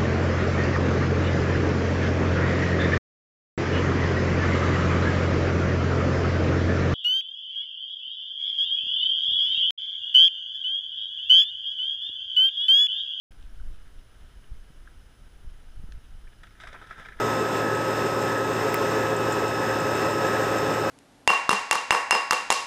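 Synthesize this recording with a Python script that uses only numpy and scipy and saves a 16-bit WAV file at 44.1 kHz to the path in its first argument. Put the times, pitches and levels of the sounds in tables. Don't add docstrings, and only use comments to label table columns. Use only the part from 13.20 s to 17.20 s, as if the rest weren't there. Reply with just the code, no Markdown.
import sys
import numpy as np
from scipy import signal
from scipy.fft import rfft, irfft, next_fast_len
from scipy.io import wavfile
from scipy.ndimage import uniform_filter1d, map_coordinates

SR = 44100
rng = np.random.default_rng(int(sys.argv[2]) if len(sys.argv) > 2 else 0)


def file_out(sig):
    cols = np.atleast_2d(sig).T
    lim = np.clip(cols, -1, 1)
    pcm = np.round(lim * 32767).astype(np.int16)
    wavfile.write(sys.argv[1], SR, pcm)


N = 176400

# start in seconds, relative level in dB,
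# gulp and spray offsets in dB, decay in seconds.
DOG_SLAPS = [(3.232,-39.5,-18,-14.5,0.0051), (3.267,-46.5,-21,-13,0.0057), (3.306,-49,-17,-17,0.0033),
             (3.350,-49,-24,-16,0.0054), (3.399,-39,-17,-15.5,0.0063), (3.406,-45,-22,-6.5,0.0094),
             (3.434,-36,-21.5,-17,0.0065), (3.471,-34.5,-18,-13.5,0.0053), (3.483,-44,-26,-30,.007),
             (3.526,-39,-18,-15.5,0.0089), (3.541,-39,-9.5,-24,.007), (3.548,-37.5,-13,-24,0.0056),
             (3.560,-37.5,-15,-28,0.0043), (3.612,-41.5,-9.5,-18,0.011), (3.638,-41,-26,-24,0.0055),
             (3.667,-45,-15,-14,0.0075), (3.7,-40,-26,-19,0.005), (3.709,-33.5,-18,-23,0.0065),
             (3.724,-40,-23,-20,0.0082), (3.776,-41.5,-10,-18.5,0.017), (3.795,-37,-20.5,-20.5,0.0068),
             (3.821,-44,-16,-22,0.011), (3.854,-41,-14,-24,0.007), (3.885,-35,-16,-22,0.004),
             (3.898,-44,-25,-21,0.0042), (3.919,-41,-24,-28,0.0076), (3.968,-44,-14,-18,0.0065),
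             (3.989,-39,-12,-28,0.003)]
# time in seconds, relative level in dB.
CHURN_LEVELS = [(3.2, -66.5), (3.25, -78), (3.38, -59), (3.42, -51), (3.56, -58), (3.59, -55),
                (3.69, -55.5), (3.76, -53.5), (3.81, -49), (3.9, -52.5), (3.95, -58.5), (4.0, -56.5)]
# frequency in Hz, relative gain in dB.
PAW_COLOUR = [(800, -48.5), (1150, -18.5), (1265, 2.5), (1345, -1.5), (1450, -2.5), (1580, -1), (1800, -5),
              (2200, -8), (2600, -14.5), (3300, -54.5)]
PLUNGE_COLOUR = [(800, -45.5), (1180, -20), (1275, 0), (1370, -1), (1470, -5.5), (1640, -1), (1730, -1.5),
                 (1820, -5.5), (2100, -10), (2600, -18.5), (3300, -47)]
GULP_COLOUR = [(60, -10), (130, 1), (280, -6.5), (420, -2), (550, -9.5), (690, -0.5), (860, -7), (1020, -1),
               (1150, -9), (1500, -40.5)]
SPRAY_COLOUR = [(1900, -59), (2500, -12), (2900, -3.5), (3450, 4), (3900, 0), (4300, -17), (4750, -10),
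                (5100, -7), (6800, -16), (10000, -21), (15000, -54)]
# start in seconds, pitch in Hz, relative level in dB.
PLIP_BUBBLES = [(0.399,1455,-50), (1.242,2960,-53), (1.673,1340,-47.5), (1.675,1597,-43.5),
                (1.694,1740,-62), (3.071,1710,-50.5), (3.077,2300,-50), (3.133,1640,-54),
                (3.438,1550,-37.5), (3.439,683,-49), (3.47,1230,-40), (3.498,560,-60), (3.529,546,-51.5),
                (3.543,990,-44), (3.548,1314,-36), (3.616,1470,-42), (3.624,1300,-45), (3.709,1674,-36),
                (3.708,1330,-38.5), (3.711,660,-51), (3.796,1554,-37.5), (3.798,510,-54.5),
                (3.859,1600,-42), (3.886,1715,-40), (3.922,1700,-46)]
# centre in seconds, level in dB, width in seconds.
WAVE_LAPS = [(0.238,-67,.025), (.55,-67,0.015), (.79,-68,0.013), (1.06,-70,0.048), (1.79,-69.5,0.016),
             (2.305,-62,0.0048), (2.85,-65.5,0.01)]
# start in seconds, level in dB.
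WATER_DROPS = [(3.235, -58), (3.415, -63), (3.436, -65), (3.487, -63), (3.798, -59)]
CASE_TICKS = [(0.119, -51), (2.722, -43)]
# frequency in Hz, relative gain in dB.
LAP_COLOUR = [(600,-20), (1300,1), (1800,-15), (2600,6), (3800,5.5), (4400,-9), (6500,-12), (8000,-12),
              (15000,-31)]
DROP_COLOUR = [(2000, -20), (5000, -2), (8000, 4), (12000, -5), (15000, -19)]
TICK_COLOUR = [(700,-42), (1200,-8), (1700,-0.5), (2300,-7.5), (3500,-8.5), (4500,-8.5), (6700,-18),
               (7800,-20), (15000,-58)]
# centre in seconds, level in dB, width in seconds.
CASE_BUMPS = [(0.418,-41,0.0061), (0.454,-31,0.013), (0.532,-32.5,0.007), (.575,-46,0.0057),
              (1.32,-29.5,0.0042), (2.276,-33.5,0.0051), (2.576,-34,0.004), (2.642,-34.5,0.0042)]
# centre in seconds, level in dB, pitch in Hz.
CASE_KNOCKS = [(1.505,-40.5,130), (2.247,-40,90), (2.598,-36,89.5), (2.639,-35,152), (2.690,-41,210),
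               (2.781,-39.5,108), (2.955,-42,90)]
# time in seconds, level in dB.
GUST_LEVELS = [(.11,-38.5), (.16,-55), (.21,-37), (.3,-43.5), (.44,-38), (.55,-39.5), (.65,-42), (.9,-50),
               (.97,-39), (1.07,-48), (1.17,-41), (1.25,-52), (1.34,-41.5), (1.45,-46), (2.15,-48),
               (2.27,-41), (2.36,-42.5), (2.53,-47), (2.6,-38.5), (2.8,-45.5), (3.15,-44.5), (3.45,-51),
               (3.9,-51), (4.0,-40)]
# frequency in Hz, relative gain in dB.
BUFFET_COLOUR = [(5,-20), (12,-6), (22,6.5), (36,-3.5), (50,-4), (70,-11), (110,-25), (200,-45),
                 (400,-67.5)]
RUSH_COLOUR = [(30,-10.5), (60,-5), (110,-1), (180,-9.5), (300,-19), (600,-31.5), (2000,-65.5)]
HISS_COLOUR = [(100,2.5), (300,-1), (600,-6), (1100,-10), (1300,-9), (1550,-6), (1900,-13.5), (2500,-14),
               (2800,-11), (3000,-6.5), (3300,-13.5), (3850,-15.5), (4300,-17.5), (4920,-19), (5070,-10),
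               (5230,-17.5), (6200,-18), (7200,-22.5), (9300,-21.5), (9900,-15.5), (10350,-15),
               (10900,-24.5), (11600,-28.5), (15000,-25.5)]
# frequency in Hz, level in dB.
WHINE_TONES = [(5071,-94), (6114,-94), (6594,-91.5), (9351,-100), (9830,-101), (10429,-90)]


def splash():
    wash_db, wash_decay_s, plunge_s = -15.5, 0.037, 3.58
    t = np.arange(SR // 3) / SR
    slap_power, gulp_power, spray_power = np.zeros((3, N))
    for start, db, gulp_db, spray_db, decay in DOG_SLAPS:
        rise = 1 - np.exp(-t / (0.3 * decay))
        wash = amp(wash_db) * np.exp(-t / wash_decay_s)
        power = rise ** 2 * (np.exp(-2 * t / decay) + wash ** 2)
        add(slap_power, start, amp(db - 0.5) ** 2 * power)
        add(gulp_power, start, amp(db + gulp_db + 6) ** 2 * power)
        add(spray_power, start, amp(db + spray_db + 5.5) ** 2 * power)
    churn = amp(curve(CHURN_LEVELS) + 1.94 * wobble(70))
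    droplets = np.sqrt(slap_power + (amp(-3) * churn) ** 2) * crackle(spiky=0.51, steady_s=0.0039)
    gulp = np.sqrt(gulp_power + (amp(-9) * churn) ** 2) * crackle(spiky=0.28, steady_s=0.0032)
    spray = np.sqrt(spray_power + (amp(-11.5) * churn) ** 2) * crackle(spiky=0.42, steady_s=0.012)
    plunged = np.arange(N) / SR >= plunge_s
    water = coloured(~plunged * droplets, PAW_COLOUR) + coloured(plunged * droplets, PLUNGE_COLOUR)
    water += coloured(gulp, GULP_COLOUR) + coloured(spray, SPRAY_COLOUR)
    water += amp(7.5) * bubbles(churn, centre_hz=1623, spread=0.172, cycles=10, rise=0.023, count=110)
    water += amp(-1.5) * bubbles(churn, centre_hz=3180, spread=0.12, cycles=11, rise=0.02, count=50)
    water += amp(-1) * bubbles(churn, centre_hz=639, spread=0.34, cycles=7.1, rise=0.018, count=30)
    return water


def bubbles(churn, centre_hz, spread, cycles, rise, count):
    out, t = np.zeros(N), np.arange(SR // 25) / SR
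    starts = rng.uniform(CHURN_LEVELS[0][0], N / SR - .001, count)
    pitches = centre_hz * np.exp(spread * rng.standard_normal(count))
    for start, hz, strength in zip(starts, pitches, rng.uniform(size=count)):
        age = t * hz / cycles
        envelope = np.exp(-age) * (1 - np.exp(-t * hz))
        ring = np.sin(2 * np.pi * hz * t * (1 + rise * age))
        add(out, start, strength * churn[int(start * SR)] * envelope * ring)
    return out


def plips():
    attack_s, decay_cycles, rise_per_s = 0.00066, 4.6, 4.1
    out, t = np.zeros(N), np.arange(SR // 20) / SR
    for start, hz, db in PLIP_BUBBLES:
        ring = np.sin(2 * np.pi * hz * t * (1 + rise_per_s * t / 2))
        envelope = (1 - np.exp(-t / attack_s)) * np.exp(-t * hz / decay_cycles)
        add(out, start, amp(db + 6) * envelope * ring)
    return out


def laps():
    t = np.arange(N) / SR
    swell = sum(amp(db) * np.exp(-.5 * ((t - centre) / width) ** 2) for centre, db, width in WAVE_LAPS)
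    return coloured(swell * crackle(spiky=1.0, steady_s=0.021), LAP_COLOUR)


def snaps(rows, colour, decay_s):
    out, t = np.zeros(N), np.arange(SR // 50) / SR
    for start, db in rows:
        add(out, start, amp(db) * rng.standard_normal(len(t)) * np.exp(-t / decay_s))
    return coloured(out, colour)


def bumps():
    out, t = np.zeros(N), np.arange(N) / SR
    for centre, db, width in CASE_BUMPS:
        offset = (t - centre) / width
        out += amp(db) * 2 * offset / (1 + offset ** 2) ** 1.038
    return out


def knocks():
    decay_cycles = 0.35
    out, t = np.zeros(N), np.arange(N) / SR
    for centre, db, hz in CASE_KNOCKS:
        cycles = (t - centre) * hz
        out += amp(db) * np.exp(-np.abs(cycles) / decay_cycles) * np.cos(2 * np.pi * cycles)
    return out


def wind():
    gust_db = curve(GUST_LEVELS)
    flutter_db = 2.5 * wobble(20)
    buffet = unit(amp(flutter_db) * coloured(rng.standard_normal(N), BUFFET_COLOUR))
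    rush = coloured(rng.standard_normal(N), RUSH_COLOUR)
    rush_db = -63 + 0.11 * (gust_db - gust_db.mean()) + 0.52 * flutter_db
    return amp(gust_db) * buffet + amp(rush_db) * rush


def yard_echo(sound):
    t60_s, build_s = 0.091, 0.0073
    t = np.arange(SR // 2) / SR
    tail = rng.standard_normal(len(t)) * amp(-60 * t / t60_s) * (1 - np.exp(-t / build_s))
    return signal.fftconvolve(sound, tail / np.linalg.norm(tail))[:N]


def hiss():
    return amp(-61 + 0.17 * wobble(8.25)) * coloured(rng.standard_normal(N), HISS_COLOUR)


def electronics():
    blip_at_s, period_s, width_s, blip_hz, blip_db = .297, .25, 0.0035, 5500, -70.5
    t = np.arange(N) / SR
    whine = sum(amp(db) * np.sqrt(2) * np.sin(2 * np.pi * hz * t + 0.17 * wobble(28))
                for hz, db in WHINE_TONES)
    from_blip_s = (t - blip_at_s + period_s / 2) % period_s - period_s / 2
    envelope = np.exp(-.5 * (from_blip_s / width_s) ** 2)
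    return whine + amp(blip_db) * envelope * np.sin(2 * np.pi * blip_hz * t)


def crackle(spiky, steady_s):
    size = np.repeat(rng.standard_normal(N // 8 + 1), 8)[:N]
    impacts = rng.standard_normal(N) * np.exp(spiky * size)
    mean_power = np.abs(uniform_filter1d(impacts ** 2, max(2, int(steady_s * SR))))
    return impacts / np.sqrt(mean_power + 1e-9)


def coloured(x, points):
    size = 4096
    hz, db = np.transpose(points)
    gain = amp(np.interp(np.log(np.fft.rfftfreq(size, 1 / SR) + 1), np.log(hz + 1), db))
    cepstrum = irfft(np.log(gain))
    cepstrum[1:size // 2] *= 2
    cepstrum[size // 2 + 1:] = 0
    ring = irfft(np.exp(rfft(cepstrum)))
    return signal.fftconvolve(x, ring / np.linalg.norm(ring))[:len(x)]


def amp(db):
    return 10 ** (np.asarray(db) / 20)


def unit(x):
    return x / np.sqrt(np.mean(x ** 2) + 1e-20)


def curve(rows):
    return np.interp(np.arange(N) / SR, *np.transpose(rows))


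def wobble(rate):
    return map_coordinates(rng.standard_normal(int(N * rate / SR) + 4), [np.arange(N) * rate / SR])


def add(track, start_s, sound):
    part = track[round(start_s * SR):][:len(sound)]
    part += sound[:len(part)]


def scene():
    water = splash() + plips() + laps() + snaps(WATER_DROPS, DROP_COLOUR, decay_s=0.0026)
    case = snaps(CASE_TICKS, TICK_COLOUR, decay_s=0.0019) + bumps() + knocks() + wind()
    return (water + amp(-15) * yard_echo(water) + case + hiss() + electronics())[None]


def record(dry):
    start_s, fade_s, top_hz = .107, .003, 15400
    live = dry * np.clip((np.arange(N) / SR - start_s) / fade_s, 0, 1)
    size = next_fast_len(N + SR // 2)
    passband = np.fft.rfftfreq(size, 1 / SR) < top_hz
    return irfft(rfft(live, size) * passband, size)[..., :N]


dry = scene()
out = record(dry)
file_out(out)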